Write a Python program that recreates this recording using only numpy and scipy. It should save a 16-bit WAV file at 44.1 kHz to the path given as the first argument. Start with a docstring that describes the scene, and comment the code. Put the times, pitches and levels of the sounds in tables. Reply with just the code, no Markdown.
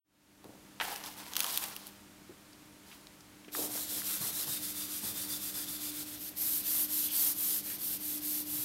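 """A quiet studio with humming mains equipment. A hand fishes a charcoal stick out of a cardboard box
lined with tissue paper: the box scrapes, the tissue crumples, sticks click. Then the stick lands on
drawing paper and shades to and fro, hissing as it breaks the paper's tooth, first in quick short
strokes, then in longer, brighter ones. The drawing board thuds softly under the hand."""
import sys
import numpy as np
from scipy import signal
from scipy.fft import rfft, irfft, next_fast_len
from scipy.io import wavfile
from scipy.ndimage import uniform_filter1d, map_coordinates

SR = 44100
rng = np.random.default_rng(int(sys.argv[2]) if len(sys.argv) > 2 else 0)


def generate_wav(sig):
    """Save sig (samples, or channels by samples) to the path in sys.argv[1] as 16-bit PCM at SR."""
    pcm = np.round(np.clip(np.atleast_2d(sig).T, -1, 1) * 32767).astype(np.int16)
    wavfile.write(sys.argv[1], SR, pcm)


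N = 381371
TIME_S = np.arange(N) / SR
DRAW_FROM_S = 3.5


def amp(db):
    """Decibels to gain."""
    return 10 ** (np.asarray(db) / 20)


def unit(x):
    """Scale to rms 1."""
    return x / np.sqrt(np.mean(x ** 2) + 1e-20)


def ease(u):
    """A quarter sine from 0 to 1."""
    return np.sin(np.pi / 2 * np.clip(u, 0, 1))


def wobble(per_s):
    """Smooth random curve, per_s knots a second."""
    return map_coordinates(rng.standard_normal(int(N * per_s / SR) + 4), [TIME_S * per_s])


def filtered(x, response):
    """Apply a response given as a function of Hz."""
    size = next_fast_len(len(x) + 8192)
    return irfft(rfft(x, size) * response(np.fft.rfftfreq(size, 1 / SR)), size)[:len(x)]


def coloured(x, spectrum):
    """x shaped by (Hz, dB) points, at rms 1."""
    points_hz, db = np.transpose(spectrum)
    return unit(filtered(x, lambda hz: amp(np.interp(np.log(hz + 1), np.log(points_hz), db))))


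def resonance(hz, centre, width):
    """Causal response of one damped mode."""
    return 1j * hz * width / (centre ** 2 - hz ** 2 + 1j * hz * width)


def mode_noise(modes, pitch_ratio):
    """Noise in (Hz, width Hz, dB) modes, shifted by a pitch ratio per sample."""
    def response(hz):
        return sum(amp(db) * np.abs(resonance(hz, centre, width)) ** 2 for centre, width, db in modes)
    band = unit(filtered(rng.standard_normal(N), response))
    return map_coordinates(band, [np.cumsum(pitch_ratio)], mode="wrap")


def grains(per_s, spread_db):
    """Tiny fractures of random size, at rms 1."""
    chance = np.clip(per_s / SR, 1e-4, 1)
    hit = rng.random(N) < chance
    size = rng.standard_normal(N) * amp(spread_db * rng.standard_normal(N))
    return unit(hit * size / np.sqrt(chance))


def decay(t60_s):
    """Half a second of exponential fall."""
    return np.exp(-np.log(1000) * np.arange(SR // 2) / SR / t60_s)


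def snap(t60_s, spike):
    """A sudden release: one spike, then a dying rattle."""
    burst = decay(t60_s) * rng.standard_normal(SR // 2)
    burst[0] = -spike
    return burst


def swells(rows, attack_s, t60_s):
    """Rise, hold and fall for each (start s, length s, dB, ..) row: one gain curve per dB column."""
    power = 0
    for start_s, length_s, *levels_db in rows:
        rise = np.clip((TIME_S - start_s) / attack_s, 0, 1)
        fall = np.exp(-np.log(1000) * np.clip((TIME_S - start_s - length_s) / t60_s, 0, 2))
        power = power + np.outer(amp(levels_db), rise * fall) ** 2
    return np.sqrt(power)


def add(track, start_s, sound):
    """Mix a sound in at start_s."""
    part = track[round(start_s * SR):][:len(sound)]
    part += sound[:len(part)]


# Room spectra at the box and at the board. Each row: frequency in Hz, gain in dB.
ROOM_AT_BOX = [(15, -43), (25, -17), (141, -6.5), (194, -8), (222, -8.5), (299, -4.5), (425, -14),
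               (587, -14.5), (710, -15.5), (929, -17), (1220, -15.5), (3130, -19.5), (13100, -24.5),
               (15800, -30)]
ROOM_AT_BOARD = [(20, -19), (50, -2), (70, -2.5), (95, 0), (150, 0), (230, -0.5), (320, 3.5), (420, -11),
                 (700, -14), (2000, -10), (15000, -14.5)]


def room_tone(at_board):
    """Low, steady noise, stronger at the board."""
    box_air = amp(-57.5) * coloured(rng.standard_normal(N), ROOM_AT_BOX)
    board_air = amp(-53) * coloured(rng.standard_normal(N), ROOM_AT_BOARD)
    return (1 - at_board) * box_air + at_board * board_air


# Hum tones. Each row: frequency in Hz, level at the box in dB, at the board in dB, share of the sway.
HUM_TONES = [(101, -78, -71.5, 0.6), (199.8, -67, -62, 0), (299.8, -66, -53.5, 1), (312.8, -77, -70, 0),
             (392, -79.5, -72, 0), (606, -77.5, -74, 0.4), (919, -77, -78.5, 0.3)]
# Slow hum drift, used about its mean. 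Each row: time in seconds, level in dB.
HUM_DRIFT = [(3.65, -49), (4.1, -56.5), (4.6, -50), (5.4, -53.5), (5.9, -47.5), (6.3, -52.5), (7.0, -53),
             (7.9, -56.5), (8.4, -51)]


def mains_hum(at_board):
    """Mains equipment hums in wavering tones; some sway further at the board."""
    drift_db = np.interp(TIME_S, *np.transpose(HUM_DRIFT))
    sway_db = drift_db - drift_db.mean() + 1.7 * wobble(5.5)
    hum = np.zeros(N)
    for hz, box_db, board_db, share in HUM_TONES:
        level_db = box_db + at_board * (board_db + share * sway_db - box_db) + 1.8 * wobble(3.4)
        hum += np.sqrt(2) * amp(level_db) * np.sin(2 * np.pi * hz * TIME_S + 0.18 * wobble(6.3))
    return hum


# Hand shifts. Each row: start in seconds, length in seconds, rub in dB, rumble in dB.
HAND_SHIFTS = [(.44, 0.024, -54, -56), (2.28, 0.021, -70, -70), (3.54, 0.065, -45.5, -64),
               (3.68, 0.077, -55.5, -68), (3.89, .1, -58.5, -81), (4.2, 0.1, -56.5, -59),
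               (4.45, 0.061, -58.5, -53), (5.02, 0.082, -57.5, -54.5), (5.25, 0.071, -60, -58),
               (5.53, .08, -61, -58), (7.88, 0.069, -70, -60), (8.47, 0.14, -89, -57)]
# Rub and rumble spectra. Each row: frequency in Hz, gain in dB.
PALM_SPECTRUM = [(90, -20.5), (200, -11), (400, -5.5), (650, -6.5), (900, -10.5), (1800, -32), (4000, -62)]
BOARD_SPECTRUM = [(30, -20), (55, -18), (90, -2.5), (145, 1), (210, -8), (400, -27)]


def hand(drag_db=-64.5):
    """The heel of the hand rubs dully and rocks table or board; it drags steadily while drawing."""
    rubbing, rocking = swells(HAND_SHIFTS, attack_s=0.023, t60_s=0.75)
    rubbing = np.hypot(rubbing, amp(drag_db) * (TIME_S > DRAW_FROM_S))
    rub = rubbing * coloured(grains(1500, spread_db=3), PALM_SPECTRUM)
    flutter = amp(0.69 * wobble(30))
    rumble = rocking * coloured(rng.standard_normal(N), BOARD_SPECTRUM)
    return flutter * (rub + rumble)


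# Taps and soft blows. Each row: start in seconds, level in dB, centre in Hz, T60 in seconds.
BLOWS = [(.442, -40, 393, 0.11), (.492, -47, 199, 0.17), (1.443, -38, 1010, 0.08), (2.292, -50, 348, 0.19),
         (2.531, -53, 4800, 0.026), (2.914, -51, 2600, 0.15), (3.07, -37.5, 4150, 0.0065),
         (3.207, -48.5, 5200, 0.024), (3.447, -49.5, 2500, .02), (3.482, -42, 300, 0.042),
         (3.481, -50.5, 2100, 0.084), (3.5498, -28, 1270, 0.012), (3.591, -37, 410, .05),
         (3.775, -45, 1200, 0.032), (4.018, -41.5, 1600, .022), (4.208, -44.5, 156.3, .18),
         (4.215, -49.5, 1030, 0.44), (4.478, -49, 800, .12), (5.032, -45.5, 220, 0.11),
         (5.033, -49, 800, .055)]


def knocks(width_ratio=0.82):
    """Stick and hand meet card and wood: the softer the contact, the lower the thud."""
    track = np.zeros(N)
    for start_s, db, centre_hz, t60_s in BLOWS:
        def band(hz):
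            return resonance(hz, centre_hz, width_ratio * centre_hz) ** 2
        envelope = decay(t60_s) * (1 - decay(t60_s=0.0008))
        rattle = envelope * unit(filtered(rng.standard_normal(SR // 2), band))
        thud = filtered(signal.unit_impulse(SR // 2), band)
        add(track, start_s, amp(db) * (rattle + 1.1 * thud / np.abs(thud).max()))
    return track


# Pushes in the box. Each row: start in seconds, length in seconds, cardboard in dB, tissue in dB.
HAND_PUSHES = [(.8, 0.075, -44, -45), (.895, 0.022, -44, -46.5), (1.02, .055, -53, -49.5),
               (1.16, 0.031, -52, -50.5), (1.245, 0.11, -54.5, -52.5), (1.355, 0.14, -49, -43),
               (1.475, 0.12, -49.5, -41.5), (1.61, 0.023, -46, -45), (1.68, 0.2, -61, -57),
               (2.85, 0.097, -66, -60.5)]
# Spectra of sliding card, crumpling tissue and brittle treble. Each row: frequency in Hz, gain in dB.
CARD_SPECTRUM = [(200, -15.5), (450, -3), (620, -6), (830, 1.5), (1100, -4.5), (1500, -2.5), (2200, -4.5),
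                 (3000, -4), (6000, -40)]
TISSUE_SPECTRUM = [(1200, -12), (2300, -7.5), (3200, 3.5), (5000, 4), (7500, -0.5), (11500, -3),
                   (15500, -6)]
CRACKLE_SPECTRUM = [(4000, -51), (8000, 3), (11500, 8.5), (14000, 7.5), (16000, 1)]


def rummage(air_start_hz=800, air_rise_hz=290, air_width_hz=260):
    """Slipping cardboard stirs the air in the box; the tissue crumples in clumps of tiny snaps."""
    sliding, squeeze = swells(HAND_PUSHES, attack_s=0.02, t60_s=0.6)
    clumps = amp(1.45 * wobble(70))
    # the air resonance climbs as the hand goes in
    air_hz = air_start_hz + air_rise_hz * np.clip(TIME_S - HAND_PUSHES[0][0], 0, 1)
    stirring = amp(2.9 * wobble(44.6))
    hollow = unit(stirring * mode_noise([(air_start_hz, air_width_hz, 0)], air_hz / air_start_hz))
    card = clumps * (coloured(grains(4000, spread_db=0.5), CARD_SPECTRUM) + amp(-5.5) * hollow)
    crumple = clumps * coloured(grains(7000, spread_db=1), TISSUE_SPECTRUM)
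    brightness = amp(-0.5) * (squeeze / squeeze.max()) ** 0.12
    crackle = brightness * coloured(grains(1500, spread_db=0.5), CRACKLE_SPECTRUM)
    return sliding * card + squeeze * (crumple + crackle)


# Slips of the box. Each row: start in seconds, drive in dB, T60 in seconds.
BOX_SLIPS = [(0.8001, -14.5, 0.011), (0.8023, -24, 0.023), (0.8102, -15.5, 0.019), (0.814, -25.5, 0.076)]
# Box wall modes. Each row: centre in Hz, width in Hz, gain in dB.
WALL_MODES = [(716, 110, 2.5), (890, 73, 7), (1310, 340, 1), (1670, 150, 5), (1920, 150, 5), (2600, 880, 0),
              (3240, 500, 1), (4070, 940, -7)]


def box_jerks():
    """The box jerks into sliding; the short slips set its walls ringing."""
    def walls(hz):
        return sum((-1) ** k * amp(db) * resonance(hz, centre, width)
                   for k, (centre, width, db) in enumerate(WALL_MODES))
    slips = np.zeros(N)
    for start_s, db, t60_s in BOX_SLIPS:
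        add(slips, start_s, amp(db) * snap(t60_s, spike=3.8))
    return filtered(slips, walls)


# Brittle clicks. Each row: start in seconds, level in dB, treble re body in dB.
BRITTLE_CLICKS = [(0.4436, -46, -2), (0.961, -35, -2), (1.039, -37, -12), (1.0612, -38, -8),
                  (1.3357, -34, -7), (1.355, -31, -9), (1.3666, -21.5, -1.5), (1.393, -31, 0),
                  (1.4045, -18.5, -1), (1.4254, -35, -1), (1.433, -31, 2), (1.4439, -29, 1),
                  (1.4653, -33, 2), (1.5616, -38, 7), (1.5751, -26, 4.5), (1.6394, -33, 3),
                  (1.7646, -33.5, -1.5), (1.869, -41.5, 4), (1.8772, -51, 9)]
# Click body spectrum. Each row: frequency in Hz, gain in dB.
CLICK_SPECTRUM = [(300, -40), (1200, -1), (2000, -7), (3100, 7.5), (4500, 3), (6200, 5.5), (8000, -11),
                  (12000, -11)]


def clicks():
    """Charcoal and creased paper crack sharply, with a faint rattle inside the box."""
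    body, treble = np.zeros(N), np.zeros(N)
    for start_s, db, treble_db in BRITTLE_CLICKS:
        crack = snap(t60_s=0.0081, spike=3.4)
        rattle = amp(-17.5) * snap(t60_s=0.047, spike=0)
        add(body, start_s, amp(db) * (crack + rattle))
        add(treble, start_s, amp(db + treble_db) * (crack + rattle))
    return np.std(body) * coloured(body, CLICK_SPECTRUM) + np.std(treble) * coloured(treble, CRACKLE_SPECTRUM)


# Stick modes before the grip retunes them. Each row: centre in Hz, width in Hz, gain in dB.
STICK_MODES = [(3497, 67, 5.5), (4760, 250, 0.5), (9200, 610, -4.5)]
# Finger grip. Each row: time in seconds, lowest mode in Hz, ring re hiss in dB.
FINGER_GRIP = [(3.52, 3860, -27), (4.15, 4150, -16.5), (4.55, 3556, -15.5), (5.7, 3544, -12),
               (6.1, 3520, -22), (6.35, 4050, -33), (8.45, 3870, -29)]


def stick_ring(stroke_start_s, direction, push_db=1.5):
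    """The grip tunes and damps the stick for each stroke; it rings more pushed than pulled."""
    grip_s, grip_hz, grip_db = np.transpose(FINGER_GRIP)
    jolts = 1 + 0.02 * wobble(150)
    pitch_hz = np.interp(stroke_start_s, grip_s, grip_hz) * jolts
    ring_db = np.interp(stroke_start_s, grip_s, grip_db) + push_db * direction
    return amp(ring_db) * mode_noise(STICK_MODES, pitch_hz / STICK_MODES[0][0])


# Edge catches. Each row: peak time in seconds, half length in seconds, centre in Hz, level in dB.
EDGE_CATCHES = [(6.667, 0.026, 3170, -56), (7.11, 0.074, 3170, -54), (7.718, 0.046, 1910, -56.5)]


def edge_rasps(drag, width_hz=1100):
    """The stick's edge catches and rasps in one band of the drag noise."""
    track = np.zeros(N)
    for peak_s, half_s, centre_hz, db in EDGE_CATCHES:
        band = unit(filtered(drag, lambda hz: np.abs(resonance(hz, centre_hz, width_hz)) ** 2))
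        track += amp(db) * np.exp(-((TIME_S - peak_s) / half_s) ** 2) * band
    return track


def worn_face(strokes, depth_db):
    """The stick's worn face shifts the colour in random patches of about 350 Hz by 0.1 s."""
    spectra = signal.stft(strokes, nperseg=512)[2]
    patches = uniform_filter1d(rng.standard_normal(spectra.shape), size=4, axis=0)
    patches = uniform_filter1d(patches, size=16, axis=1)
    return signal.istft(spectra * amp(depth_db * unit(patches)), nperseg=512)[1][:N]


# Strokes, turn to turn. Each row: start in seconds, nominal hiss level in dB.
SHADING_STROKES = [(3.514, -36), (3.69, -37), (3.868, -36), (4.03, -34.5), (4.191, -34.5), (4.322, -35),
                   (4.459, -35), (4.594, -37.5), (4.736, -37.7), (4.878, -38), (5.012, -37), (5.132, -37.5),
                   (5.272, -37.5), (5.388, -38), (5.525, -37.5), (5.657, -39.5), (5.791, -38.3),
                   (5.92, -40), (6.047, -43.5), (6.175, -41), (6.341, -32), (6.627, -30), (6.869, -31.5),
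                   (7.096, -28.5), (7.34, -31), (7.618, -38), (7.776, -34.5), (7.985, -36), (8.202, -34.5),
                   (8.442, -35)]
# Tooth hiss and low scrape spectra, short and long strokes. Each row: frequency in Hz, gain in dB.
SHORT_HISS = [(3200, -55), (5500, -9.5), (6700, -7), (8000, -5), (9400, -3), (10500, -4), (11800, -0.5),
              (13000, 0), (14300, -4.5), (15500, -9), (15900, -4)]
LONG_HISS = [(3200, -56), (5500, -15.5), (7000, -11), (8500, -7), (9800, -4.5), (10900, -4.5), (12200, 2),
             (13000, 0.5), (14300, -2.5), (15500, -7), (15900, -16.5)]
SHORT_SCRAPE = [(250, -17), (450, -3.5), (800, -7), (1300, -0.5), (2200, -2.5), (2900, 0), (3600, 5),
                (4800, 3.5), (5700, 1.5), (6600, -7.5), (9000, -60)]
LONG_SCRAPE = [(250, -17.5), (450, -8), (900, -6.5), (1500, -5.5), (2400, -4.5), (3200, 0), (4700, 4),
               (5700, 1.5), (6600, -0.5), (9000, -53)]
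LONG_FROM_S, LAST_TURN_S = 6.175, 8.69
PAUSE_FROM_S, PAUSE_TO_S, SETTLE_S = 6.312, 6.352, 0.019


def shading(speed_up_share=0.31, brake_share=0.22, arc_db=1.5):
    """The stick speeds up, runs and brakes; faster, it breaks more paper tooth and hisses brighter."""
    def by_length(short_db, long_db):
        return np.interp(TIME_S, [LONG_FROM_S, LONG_FROM_S + 0.02], [short_db, long_db])
    swell_db = by_length(-0.1, 3)  # growth over one stroke
    roll_db, scrape_db = by_length(-5.5, -14.5), by_length(-10, -12.5)  # re the hiss
    usual_force = amp(by_length(-40, -34))

    start_s, stroke_db = np.transpose(SHADING_STROKES)
    count = len(start_s)
    travel = np.interp(TIME_S, np.append(start_s, LAST_TURN_S), np.arange(count + 1))
    stroke = np.minimum(travel.astype(int), count - 1)
    along = travel - stroke
    speed = ease(along / speed_up_share) * ease((1 - along) / brake_share)
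    arc = np.sin(np.pi * along) ** 2 - 0.5  # extra pressure in mid-stroke
    force = amp(stroke_db[stroke] + swell_db * (along - 1) + arc_db * arc)
    # the stick rolls round each turn
    rolling = amp(np.interp(travel - 0.5, np.arange(count), stroke_db) + roll_db) * (1 - speed)
    hiss_gain = np.hypot(force * speed ** 0.87, rolling)
    scrape_force = usual_force * (force / usual_force) ** 0.82
    scrape_gain = np.hypot(amp(scrape_db) * scrape_force * speed ** 0.48, amp(-8.5) * rolling)

    tooth = grains(18000 + 26000 * speed, spread_db=2)
    drag = grains(6000 + 14000 * speed, spread_db=0.9)
    is_long = TIME_S > LONG_FROM_S
    hiss = hiss_gain * np.where(is_long, coloured(tooth, LONG_HISS), coloured(tooth, SHORT_HISS))
    scrape = scrape_gain * np.where(is_long, coloured(drag, LONG_SCRAPE), coloured(drag, SHORT_SCRAPE))
    ring = force * speed * stick_ring(start_s[stroke], direction=(-1) ** stroke)

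    landed = ease((TIME_S - start_s[0]) / SETTLE_S / 2)
    paused = ease((TIME_S - PAUSE_FROM_S) / SETTLE_S + 1) * ease((PAUSE_TO_S - TIME_S) / SETTLE_S + 1)
    flutter = amp(0.45 * wobble(45) + 0.29 * wobble(220))  # uneven sheet
    return (hiss + scrape + ring + edge_rasps(drag)) * flutter * landed * amp(-10.5 * paused)


def scene():
    """All sources in mono; the background crossfades from box to board as drawing starts."""
    strokes = worn_face(shading(), depth_db=1.1)
    handling = hand() + rummage() + box_jerks() + clicks() + knocks()
    at_board = np.interp(TIME_S, [DRAW_FROM_S - 0.05, DRAW_FROM_S + 0.11], [0, 1])
    return (room_tone(at_board) + mains_hum(at_board) + handling + strokes)[None]


def record(dry):
    """Fade in and cut the extreme treble."""
    fade_s, top_hz = (0.039, 0.67), 15780
    return filtered(dry[0] * np.interp(TIME_S, fade_s, [0, 1]), lambda hz: hz < top_hz)[None]


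dry = scene()
out = record(dry)
generate_wav(out)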